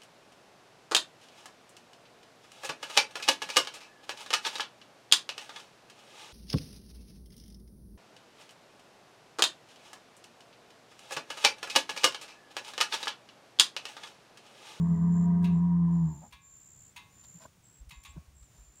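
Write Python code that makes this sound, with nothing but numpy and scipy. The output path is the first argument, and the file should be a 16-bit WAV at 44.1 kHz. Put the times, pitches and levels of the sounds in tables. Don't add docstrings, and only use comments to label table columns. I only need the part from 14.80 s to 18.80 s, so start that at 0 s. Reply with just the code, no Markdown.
import sys
import numpy as np
from scipy import signal
from scipy.fft import rfft, irfft, next_fast_len
from scipy.io import wavfile
from scipy.ndimage import map_coordinates

SR = 44100
rng = np.random.default_rng(int(sys.argv[2]) if len(sys.argv) > 2 else 0)


def dump(signal):
    limited = np.clip(np.atleast_2d(signal).T, -1, 1)
    pcm = np.round(limited * 32767).astype(np.int16)
    wavfile.write(sys.argv[1], SR, pcm)


N = 176400
T = np.arange(N) / SR

# frequency_hz, level_db
AIR_COLOUR = [(25, -14.5), (120, 2.5), (240, -8.5), (430, -14), (1000, -15.5), (2000, -18.5), (2700, -19.5),
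              (4900, -22.5), (6700, -18), (8100, -23), (9500, -21.5), (10600, -31), (15500, -26)]
# time_s, level_db
AIR_LEVEL = [(0, -67), (1.4, -68), (2.0, -67), (2.5, -62.5), (2.8, -65.5), (3.3, -65), (4, -65)]
# frequency_hz, level_db
RUMBLE_COLOUR = [(20, -22), (55, 0), (130, -2), (190, -6), (260, -19), (600, -43)]
# time_s, peak_db, pitch_hz, half_length_s
BUMPS = [(1.547, -53.5, 60.5, 0.016), (2.562, -48.5, 170, 0.016), (3.022, -42.5, 51, 0.015),
         (3.082, -44, 59, 0.011), (3.128, -51.5, 150, 0.0071), (3.182, -44.5, 53, 0.016),
         (3.3, -47.5, 68, 0.019), (3.355, -46.5, 54.5, .014), (3.367, -47, 320, 0.0038),
         (3.378, -36.5, 156.6, 0.0092), (3.388, -45, 70.4, 0.025), (3.488, -49, 63, 0.01),
         (3.562, -53, 68, 0.036), (3.626, -48, 58, 0.017), (3.81, -49.5, 52, 0.029),
         (3.892, -54, 55, 0.023)]
# time_s, level_db, half_length_s
RUSTLES = [(2.447, -59, 0.01), (2.624, -60, 0.0046), (2.633, -61.5, 0.029), (3.631, -66, 0.006)]
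# frequency_hz, level_db
GRASS_COLOUR = [(200, -30), (1000, 4), (2000, -4), (3800, -1), (6000, -2.5), (10000, -11.5), (15000, -17)]
# time_s, level_db, half_length_s
SCUFFS = [(2.63, -57, 0.025), (2.659, -45, 0.0056), (3.374, -55.5, 0.01), (3.79, -80.5, 0.025)]
# frequency_hz, level_db
SCUFF_COLOUR = [(60, -4.5), (200, 2.5), (400, -21), (650, 6), (800, -10), (1000, 4.5), (1250, -27),
                (1550, -4.5), (2100, -47), (8000, -42)]
# start_s, end_s, level_db, pitch_hz, bend_per_stroke_hz
TRILLS = [(-.05, 0.451, -64, 7280, -450), (0.304, 0.471, -56.5, 7365, -1200),
          (0.713, 0.807, -66, 7340, -450), (1.09, 1.397, -64, 7190, -450), (1.255, 1.504, -58, 7350, -1200),
          (1.6, 1.855, -59.5, 7350, -400), (1.619, 2.114, -56.5, 7326, -1200),
          (1.768, 2.143, -63.5, 7680, -350), (2.291, 2.572, -61, 7170, -350),
          (2.375, 2.675, -55, 7304, -900), (2.821, 3.024, -60.5, 7640, -350),
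          (3.096, 3.32, -62, 7270, -350), (3.27, 3.33, -58, 7460, 1402), (3.533, 3.667, -60, 7420, 1494.5),
          (3.595, 3.997, -66.5, 7200, -350), (3.747, 3.91, -61, 7330, -350),
          (3.936, 4.02, -57.5, 7270, 1396)]
# time_s, level_db, relative_scrape_db
CLANKS = [(.641, -45.5, -18), (1.523, -50.5, -15), (2.161, -45.5, -28), (3.106, -49, -6),
          (3.248, -48.5, -7)]
# pitch_hz, level_db, fade_s
STEEL_NOTES = [(845, -20, .5), (905, -18, .3), (980, -11, .26), (1098, -15, .85), (1177, -15, .3),
               (1680, -18, .5), (2089, -11, .31), (2359, -13, .44), (2540, -11, .3), (2563, -11, .3),
               (2702, -11, .32), (2808, -15, .28), (2880, -18, .34), (3052, -15, .27), (3344, -11, .26),
               (3456, -17, .33), (3655, -15, .39), (3818, -15, .25), (3889, -14, .3), (4310, -16, .18),
               (6638, -15, .18), (9100, -19, .14)]
# frequency_hz, level_db
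RATTLE_COLOUR = [(300, -33.5), (750, -16.5), (980, -0.5), (1400, -8), (2100, -1), (2650, 1.5), (3050, -5),
                 (3850, 0), (4100, -11.5), (4350, -2.5), (4900, -11.5), (6600, -12), (7500, -18.5),
                 (15000, -26)]
# frequency_hz, level_db
CRACK_COLOUR = [(500, -31.5), (2500, -1), (4300, -2.5), (7000, -3), (10000, -3), (11000, -10), (13000, -8),
                (16000, -9)]
# time_s, pitch_hz, level_db
SECOND_TONE = [(0, 103.2, -44.5), (.25, 103.4, -40.5), (.5, 100.8, -41.5), (.72, 98.3, -40),
               (.82, 98.1, -49), (.95, 96, -63.5), (1.05, 96, -120)]
# multiple, level_db
SECOND_HARMONICS = [(1, -8), (2, 0), (3, -20), (4, -13), (5, -35.5), (7, -29)]
# time_s, pitch_hz
BELLOW_PITCH = [(0, 83.35), (.08, 84.72), (.17, 83.56), (.26, 85.9), (.34, 86.12), (.41, 85.6), (.48, 86.8),
                (.53, 86.1), (.61, 87.38), (.71, 87.06), (.765, 83.6), (.835, 87.4), (.97, 85.7),
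                (1.04, 84.5), (1.15, 85.5), (1.27, 81.12), (1.32, 75.4), (1.42, 64.8)]
# time_s, second_harmonic_db, other_harmonics_db
BELLOW_EFFORT = [(0, -25.5, -26), (.3, -24.5, -26), (.62, -25, -25.5), (.9, -24.5, -27.5),
                 (1.262, -25, -29.5), (1.288, -29.5, -29), (1.318, -51.5, -33.5), (1.342, -41.5, -36),
                 (1.38, -51.5, -38.5), (1.43, -81, -60), (1.5, -100, -100)]
# frequency_hz, early_db, late_db
MOUTH_COLOUR = [(87, -18, -15.5), (267, -26.5, -26), (354, -43, -27.5), (410, -36, -33),
                (527, -48.5, -66.5), (600, -48, -56.5), (697, -33, -37.5), (735, -49.5, -37.5),
                (880, -51, -46.5), (954, -28.5, -25), (1010, -33.5, -27), (1120, -45, -45),
                (1243, -38.5, -48), (1295, -60, -60), (1420, -76, -77), (1550, -49.5, -56),
                (1900, -61.5, -62), (1940, -50, -66.5), (2120, -66, -70.5)]
# frequency_hz, level_db
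RASP_COLOUR = [(60, -12), (170, -2), (300, -11), (520, -22), (720, -6), (830, -14), (990, 1), (1220, -9),
               (1400, -25), (1620, -16), (1930, -16), (2300, -31), (2700, -38), (3200, -28), (4000, -48),
               (9000, -70)]
# frequency_hz, level_db
PUFF_COLOUR = [(60, -29.5), (170, 12), (350, -14), (600, -3.5), (880, 6.5), (1100, -8), (1500, -18),
               (4000, -42.5)]


def amp(db):
    return 10 ** (np.asarray(db) / 20)


def unit(x):
    return x / np.sqrt(np.mean(x ** 2) + 1e-20)


def curves(rows):
    times, *columns = np.transpose(rows)
    return [np.interp(T, times, column) for column in columns]


def wobble(per_s):
    return map_coordinates(rng.standard_normal(2048), [T * per_s + 2], mode="wrap")


def filtered(x, gain_at):
    size = next_fast_len(N + 8192)
    return irfft(rfft(x, size) * gain_at(np.fft.rfftfreq(size, 1 / SR)), size)[:N]


def noise(colour):
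    points_hz, db = np.transpose(colour)
    white = rng.standard_normal(N)
    return unit(filtered(white, lambda hz: amp(np.interp(np.log(hz + 1), np.log(points_hz), db))))


def turning(hz):
    return 2 * np.pi * np.cumsum(hz) / SR


def tone(phase):
    return np.sqrt(2) * np.sin(phase + rng.uniform(0, 2 * np.pi))


def swell(time_s, half_length_s):
    return np.exp(-np.minimum(((T - time_s) / half_length_s) ** 2, 60))


def struck(t, fade_s, rise_s=0.0026):
    t = np.maximum(t, 0)
    return (1 - np.exp(-t / rise_s)) * np.exp(-np.minimum(np.log(1000) * t / fade_s, 40))


def air():
    db, = curves(AIR_LEVEL)
    wash = amp(db + 1.2 * wobble(8)) * noise(AIR_COLOUR)
    rumble = amp(-71 + 2 * wobble(9)) * noise(RUMBLE_COLOUR)
    return wash + rumble


def field_echo(x, level_db=-18.5, delay_s=.02):
    tail = rng.standard_normal(SR) * struck(T[:SR] - delay_s, fade_s=.5)
    return amp(level_db) * signal.fftconvolve(x, tail / np.linalg.norm(tail))[:N]


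def bumps_and_rustles():
    bumps = sum(amp(db) * swell(s, half_s) * np.cos(2 * np.pi * hz * (T - s))
                for s, db, hz, half_s in BUMPS)
    grass = unit(noise(GRASS_COLOUR) * amp(2.4 * wobble(360)))
    rustles = grass * sum(amp(db) * swell(s, half_s) for s, db, half_s in RUSTLES)
    scuffs = noise(SCUFF_COLOUR) * sum(amp(db) * swell(s, half_s) for s, db, half_s in SCUFFS)
    return bumps + rustles + scuffs


def crickets(strokes_per_s=68, sounding_share=.92, rise_s=.04, fall_s=.019):
    out = np.zeros(N)
    for start, end, db, hz, bend_hz in TRILLS:
        on = (T > start) & (T < end)
        t = T[on]
        strokes = (t - start) * strokes_per_s + .05 * wobble(12)[on]
        progress = np.minimum(strokes % 1 / sounding_share, 1)
        phase = turning(hz + bend_hz * progress ** 4 + 50 * wobble(300)[on])
        fade = np.minimum((t - start) / rise_s, 1) * np.minimum((end - t) / fall_s, 1)
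        level = amp(db + 1.6 * wobble(40)[on]) * fade
        pulse = np.abs(np.sin(np.pi * progress ** .94))
        whistle = tone(phase) + amp(-21) * tone(2 * phase)
        out[on] += level * pulse * whistle
    return out


def steel_clanks(scatter_db=3, scrape_lead_s=.009):
    out = np.zeros(N)
    rattle_noise, crack_noise = noise(RATTLE_COLOUR), noise(CRACK_COLOUR)
    for start, db, scrape_db in CLANKS:
        on = (T > start) & (T < start + 1)
        t = T[on] - start
        ring = np.zeros(len(t))
        for hz, note_db, fade_s in STEEL_NOTES:
            level = amp(note_db + rng.normal(0, scatter_db))
            ring += level * struck(t, fade_s) * tone(2 * np.pi * hz * t)
        crack = amp(-4) * struck(t, fade_s=.095) * crack_noise[on]
        rattle = amp(-1.5) * struck(t, fade_s=.2) * rattle_noise[on]
        out[on] += amp(db) * (amp(-2.5) * ring + crack + rattle)
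        scrape = swell(start - scrape_lead_s, half_length_s=.005) * crack_noise
        out += amp(db + scrape_db) * scrape
    return out


def voice_phase(hz, waver=.0034):
    return turning(hz * (1 + waver * wobble(45)))


def second_tone():
    hz, db = curves(SECOND_TONE)
    phase = voice_phase(hz)
    return amp(db) * sum(amp(level_db) * tone(k * phase) for k, level_db in SECOND_HARMONICS)


def mouth_harmonics(hz, phase, shift_s=(.55, .99), close_s=(1.15, 1.4), flicker_db_per_khz=3.57):
    mouth_hz, early_db, late_db = np.transpose(MOUTH_COLOUR)
    shift = np.interp(T, shift_s, [0, 1])
    sink = np.interp(T, close_s, [1, .9])
    out = np.zeros(N)
    for k in range(1, 25):
        if k == 2:
            continue
        early = np.interp(k * hz / sink, mouth_hz, early_db)
        late = np.interp(k * hz / sink, mouth_hz, late_db)
        flicker_db = flicker_db_per_khz * k * hz / 1000 * wobble(45)
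        out += amp((1 - shift) * early + shift * late + flicker_db) * tone(k * phase)
    return out


def bellow():
    hz, = curves(BELLOW_PITCH)
    boom_db, voice_db = curves(BELLOW_EFFORT)
    phase = voice_phase(hz)
    harmonics = mouth_harmonics(hz, phase)
    rasp = amp(-31.3) * unit(noise(RASP_COLOUR) * (1 + .7 * np.cos(phase)))
    boom = amp(boom_db + .95 * wobble(25)) * tone(2 * phase)
    puff = amp(-50.5) * swell(time_s=1.443, half_length_s=.025) * noise(PUFF_COLOUR)
    return boom + amp(voice_db) * (harmonics + rasp) + puff


def scene():
    far = bellow() + second_tone() + steel_clanks() + crickets()
    return (far + field_echo(far) + bumps_and_rustles() + air())[None]


def record(dry, top_hz=15750):
    return np.array([filtered(x, lambda hz: hz < top_hz) for x in dry])


dry = scene()
out = record(dry)
dump(out)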